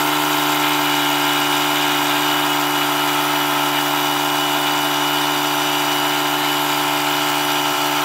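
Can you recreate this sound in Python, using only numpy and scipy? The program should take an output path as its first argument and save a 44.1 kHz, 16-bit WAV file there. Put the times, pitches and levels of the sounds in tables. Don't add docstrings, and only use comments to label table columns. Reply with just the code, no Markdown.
import sys
import numpy as np
from scipy import signal
from scipy.fft import rfft, irfft, next_fast_len
from scipy.io import wavfile
from scipy.ndimage import uniform_filter1d, map_coordinates

SR = 44100
rng = np.random.default_rng(int(sys.argv[2]) if len(sys.argv) > 2 else 0)


def file_out(sig):
    cols = np.atleast_2d(sig).T
    lim = np.clip(cols, -1, 1)
    pcm = np.round(lim * 32767).astype(np.int16)
    wavfile.write(sys.argv[1], SR, pcm)


def decibels_to_gain(level_db):
    exponent = np.asarray(level_db, float) / 20
    return 10 ** exponent


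N = 354563

WHEEL_TEETH, PINION_TEETH = 40, 11
# time_s, crank_turns_per_s
CRANK_SPEED = [(0, 74.5), (.3, 74.75), (.44, 73.8), (.66, 74.55), (.92, 73.4), (1.45, 73.0), (1.7, 73.75),
               (2.12, 73.2), (2.26, 74.2), (2.5, 73.55), (3.12, 73.25), (3.25, 74.0), (3.42, 73.1),
               (4.3, 73.55), (4.95, 73.45), (5.2, 73.7), (7.2, 73.78), (8.04, 73.7)]
# crank_order, level_db
PISTON_ORDERS = [(1, -66.1), (2, -38.1), (3, -57.8), (4, -28.0), (5, -32.7), (6, -46.0), (7, -59.4),
                 (8, -39.9), (9, -36.6), (10, -36.3), (11, -51.6), (12, -29.6), (13, -37.0), (14, -34.3),
                 (15, -39.0), (16, -43.3), (17, -44.0), (18, -36.5), (19, -33.3), (20, -43.6), (21, -44.8),
                 (22, -48.9), (23, -46.5), (24, -42.6), (25, -48.8), (26, -54.9), (27, -46.3), (28, -45.2),
                 (29, -46.3), (30, -54.1), (31, -47.5), (32, -43.7)]
# crank_order, slack_to_firm_db
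TYRE_SHIFT = [(2, -1.5), (4, -3), (5, -1), (8, 1.5), (9, 3.5), (12, 0), (14, -3.5), (15, -2.5), (18, 4.5),
              (19, -2.5)]
# time_s, half_width_s, lowest_orders_db
FINGER_PRESS = [
    (7.712, .015, 2),
    (7.755, .02, -10),
]
# shaft_order, level_db
MOTOR_ORDERS = [(1, -63), (3, -30), (7, -45.5), (9, -51), (12, -53)]
# crank_order_added_to_shaft, level_db
SUM_ORDERS = [(-2, -55), (1, -51), (2, -55), (6, -47.5), (8, -43), (9, -42), (13, -49), (14, -62),
              (21, -65), (26, -49), (28, -63), (30, -45)]
# crank_order_less_shaft, level_db
DIFFERENCE_ORDERS = [(8, -67), (9, -54), (13, -45.5), (14, -67), (20, -59)]
# time_s, level_db
TOOTH_CONTACT = [
    (0, -5.5),
    (.68, -5.5),
    (.9, 2),
    (2.1, 0.5),
    (4.0, -0.5),
    (4.4, 2.5),
    (6.3, 1.5),
    (6.9, -2),
    (7.4, 0.5),
    (8.04, -1),
]
# crank_order, level_db
RUNOUT_ORDERS = [(33, -48.0), (34, -49.6), (35, -51.7), (36, -47.4), (37, -52.9), (38, -44.8), (39, -42.5),
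                 (41, -43.1), (45, -44.3), (47, -46.0), (49, -50.7), (50, -51.6), (51, -51.6), (63, -55.6),
                 (67, -58.3), (74, -61.2), (78, -54.4), (79, -52.0), (81, -57.4), (82, -61.3)]
# pitch_hz, level_db_per_hz
CASING_SPECTRUM = [(30, -95.7), (60, -89.8), (100, -81), (125, -78), (200, -77.5), (250, -65), (340, -61.5),
                   (400, -63.5), (480, -71), (540, -66), (650, -56), (770, -59), (940, -50), (1060, -50.5)]
# pitch_hz, width_hz, lift_db
CASING_HOLLOWS = [(452, 30, -4.5), (500, 22, -2), (576, 17, -4), (615, 25, -6.5), (802, 60, -5),
                  (998, 19, -2.5), (1050, 30, -4), (1170, 35, -2.5), (657, 60, 2.5)]
# pitch_hz, level_db_per_hz
GEARBOX_SPECTRUM = [(1180, -60.5), (1300, -51.5), (1420, -55.5), (1650, -56), (1950, -60.5), (2150, -56.5),
                    (2380, -56), (2600, -57.5), (2900, -55), (3150, -55.5), (3350, -56), (3700, -57),
                    (4000, -63), (4350, -65)]
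# pitch_hz, width_hz, lift_db
GEARBOX_PANELS = [(1592, 62, 4), (3840, 51, 4), (2970, 29, -10), (1730, 45, -5.5), (1945, 40, -2.5),
                  (1510, 50, -4), (2400, 120, 2), (2260, 43, -7.5), (2700, 60, -6), (3190, 50, -6.5),
                  (3380, 44, -7.5), (3330, 80, 5.5), (3680, 50, -3), (3710, 80, 3)]
# pitch_hz, level_db_per_hz
HISS_SPECTRUM = [(4350, -67.5), (4750, -65.5), (5300, -68.5), (5700, -71.5), (6250, -72.5), (6700, -67.5),
                 (7400, -66), (8000, -71.5), (8700, -71.5), (9600, -76.5), (10400, -76.5), (11000, -69),
                 (13000, -73), (15600, -71)]
# pitch_hz, width_hz, lift_db
THIN_PARTS = [(7100, 200, -2.5), (8240, 120, 5.5), (8460, 60, 4.5), (11000, 50, 3), (11670, 65, 8.5),
              (12000, 130, 8.5), (12540, 100, 8.5), (13600, 120, 8), (14300, 60, 0), (14600, 120, 8),
              (15000, 90, 4), (5870, 160, 8), (4680, 70, 6), (4780, 28, -7), (5150, 80, 2), (4870, 54, 5),
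              (6430, 250, 1.5), (10880, 60, 0.5), (13750, 40, 2), (12900, 300, -3)]


def unit(x):
    return x / np.sqrt(np.mean(x ** 2) + 1e-20)


def curve(rows):
    time_s, value = np.transpose(rows)
    return np.interp(np.arange(N) / SR, time_s, value)


def wobble(rate):
    knots = rng.standard_normal(int(N * rate / SR) + 4)
    return map_coordinates(knots, [np.arange(N) * rate / SR], order=1)


def tyre_fill():
    return np.linspace(-.5, .5, N)


def arm_shade():
    arm_s, move_s = 2.45, 0.092
    return 1 / (1 + np.exp((arm_s - np.arange(N) / SR) / (move_s / 2)))


def tone(angle, db, drift_db, slip, start=None):
    if start is None:
        start = rng.uniform(0, 2 * np.pi)
    gain = np.sqrt(2) * decibels_to_gain(db + drift_db * wobble(1.94))
    return gain * np.cos(angle + start + slip * wobble(25))


def piston(crank):
    t = np.arange(N) / SR
    tyre_db = {k: db * tyre_fill() for k, db in TYRE_SHIFT}
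    tyre_db[18] = tyre_db[18] - 1.3 * curve(TOOTH_CONTACT)
    rock_db = sum(db * np.exp(-.5 * ((t - s) / width) ** 2) for s, width, db in FINGER_PRESS)
    drum_db = 9 * np.exp(-t / 1.1) - 1.0
    drum_share = {6: .4, 7: 1.7}
    strokes = 0
    for k, db in PISTON_ORDERS:
        order_db = db + tyre_db.get(k, 0) + drum_share.get(k, 0) * drum_db
        if k <= 4:
            order_db = order_db + rock_db * 2 / k
        start = .4 + .7 * (4 < k < 11)
        start += np.pi * (k in (1, 2, 3, 6))
        start += (.3 if k < 15 else 2) * rng.standard_normal()
        strokes = strokes + tone(k * crank, order_db, drift_db=.3 + .03 * k, slip=.008 * k, start=start)
    return strokes


def motor(crank):
    shaft = crank * WHEEL_TEETH / PINION_TEETH
    own = sum(tone(k * shaft, db, drift_db=0.7, slip=0.054) for k, db in MOTOR_ORDERS)
    above = sum(tone(shaft + k * crank, db, drift_db=1.5 + 0.068 * k, slip=.08) for k, db in SUM_ORDERS)
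    below = sum(tone(k * crank - shaft, db, drift_db=-1.5, slip=.2) for k, db in DIFFERENCE_ORDERS)
    return own + above + below


def gears(crank):
    mesh_db = curve(TOOTH_CONTACT)
    side_db = 2.5 - 0.26 * mesh_db + 9 * tyre_fill() - 6 * (arm_shade() - .7)
    second_db = .3 * mesh_db + 7 * tyre_fill() + 2 * wobble(3)
    whine = tone(WHEEL_TEETH * crank, -31.3 + mesh_db + 2 * wobble(14), drift_db=.5, slip=.4)
    octave = tone(2 * WHEEL_TEETH * crank, -46.0 + second_db, drift_db=2.0, slip=1.0)
    sidebands = 0
    for k, db in RUNOUT_ORDERS:
        near_whine = abs(k - WHEEL_TEETH) < 2
        near_octave = abs(k - 2 * WHEEL_TEETH) < 3
        order_db = db + side_db * near_whine + (second_db + 2) * near_octave
        sidebands = sidebands + tone(k * crank, order_db, drift_db=-1.7, slip=0.27)
    return whine + octave + sidebands


def shaped(x, points, bumps=()):
    size = next_fast_len(N + 8192)
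    hz = np.fft.rfftfreq(size, 1 / SR)
    point_hz, point_db = np.transpose(points)
    db = np.interp(np.log(hz + 1), np.log(point_hz + 1), point_db, left=-200, right=-200)
    for centre, width, lift in bumps:
        db = db + lift / (1 + (2 * (hz - centre) / width) ** 2)
    return unit(irfft(rfft(x, size) * decibels_to_gain(db), size)[:N])


def patchy(comb_db, puff_db):
    z = signal.stft(rng.standard_normal(N + 2048), nperseg=1024)[2]

    def field(bins, frames):
        across = uniform_filter1d(rng.standard_normal(z.shape), bins, 0)
        return unit(uniform_filter1d(across, frames, 1))

    gain_db = comb_db * field(2, 120) + puff_db * field(24, 3)
    return unit(signal.istft(z * decibels_to_gain(gain_db), nperseg=1024)[1][:N])


def throbbing(crank, once, twice, lag, uneven_db, comb_db, puff_db):
    stroke = 1 + once * np.cos(crank - lag) + twice * np.cos(2 * (crank - lag))
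    return stroke * decibels_to_gain(uneven_db * wobble(70)) * patchy(comb_db, puff_db)


def tooth_clatter(crank, fade, top_order):
    size = 256 * PINION_TEETH
    line = np.arange(size // 2 + 1)
    beat = (8 * line + 5) % PINION_TEETH - 5
    weight = (beat != 0) / (1 + fade * np.abs(beat))
    weight = weight / (1 + (line / PINION_TEETH / top_order) ** 4)
    first, second = irfft(weight * rfft(rng.standard_normal((2, size))), size)
    place = crank / (2 * np.pi * PINION_TEETH) % 1 * size
    wear = np.linspace(0, np.pi / 2, N)
    first_read = map_coordinates(first, [place], mode="grid-wrap")
    second_read = map_coordinates(second, [place], mode="grid-wrap")
    return unit(np.cos(wear) * first_read + np.sin(wear) * second_read)


def level(db, fill_db, arm_db, sway_db):
    return decibels_to_gain(db + fill_db * (tyre_fill() + .5) + arm_db * arm_shade() + sway_db * wobble(1.5))


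def rattle(crank):
    knock = throbbing(crank, once=.1, twice=.12, lag=.1, uneven_db=.1, comb_db=.5, puff_db=.1)
    shake = throbbing(crank, once=0.12, twice=0.14, lag=-2.56, uneven_db=1.2, comb_db=2.0, puff_db=0.73)
    clatter = tooth_clatter(crank, fade=0.4, top_order=39)
    casing = shaped(knock + decibels_to_gain(-11.5) * clatter, CASING_SPECTRUM + GEARBOX_SPECTRUM[:1], CASING_HOLLOWS)
    gearbox = shaped(shake + decibels_to_gain(-12.0) * clatter, GEARBOX_SPECTRUM, GEARBOX_PANELS)
    casing = casing * level(-27.5, fill_db=-1.5, arm_db=.5, sway_db=0.8)
    gearbox = gearbox * level(-23, fill_db=-.5, arm_db=-1.5, sway_db=.3)
    return casing + gearbox


def hiss(crank):
    blow = throbbing(crank, once=0.2, twice=0.1, lag=-1.5, uneven_db=0.83, comb_db=0.8, puff_db=0.78)
    seep = throbbing(crank, once=0.074, twice=0.13, lag=-2.1, uneven_db=0.4, comb_db=1.7, puff_db=1.0)
    valve = shaped(blow, HISS_SPECTRUM[:10], THIN_PARTS)
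    leak = shaped(seep, HISS_SPECTRUM[9:] + [(15730, -72)], THIN_PARTS)
    valve = valve * level(-31, fill_db=-.5, arm_db=-0.5, sway_db=0.36)
    leak = leak * level(-32, fill_db=-0.5, arm_db=-.3, sway_db=-0.3)
    return valve + leak


def scene():
    turns_per_s = curve(CRANK_SPEED) + .15 * wobble(14)
    crank = 2 * np.pi * np.cumsum(turns_per_s) / SR
    mix = piston(crank) + motor(crank) + gears(crank) + rattle(crank) + hiss(crank)
    return mix[None]


def roll_off(x):
    return signal.sosfilt(signal.butter(12, 16610, fs=SR, output="sos"), x)


def record(dry):
    return roll_off(dry)


dry = scene()
out = record(dry)
file_out(out)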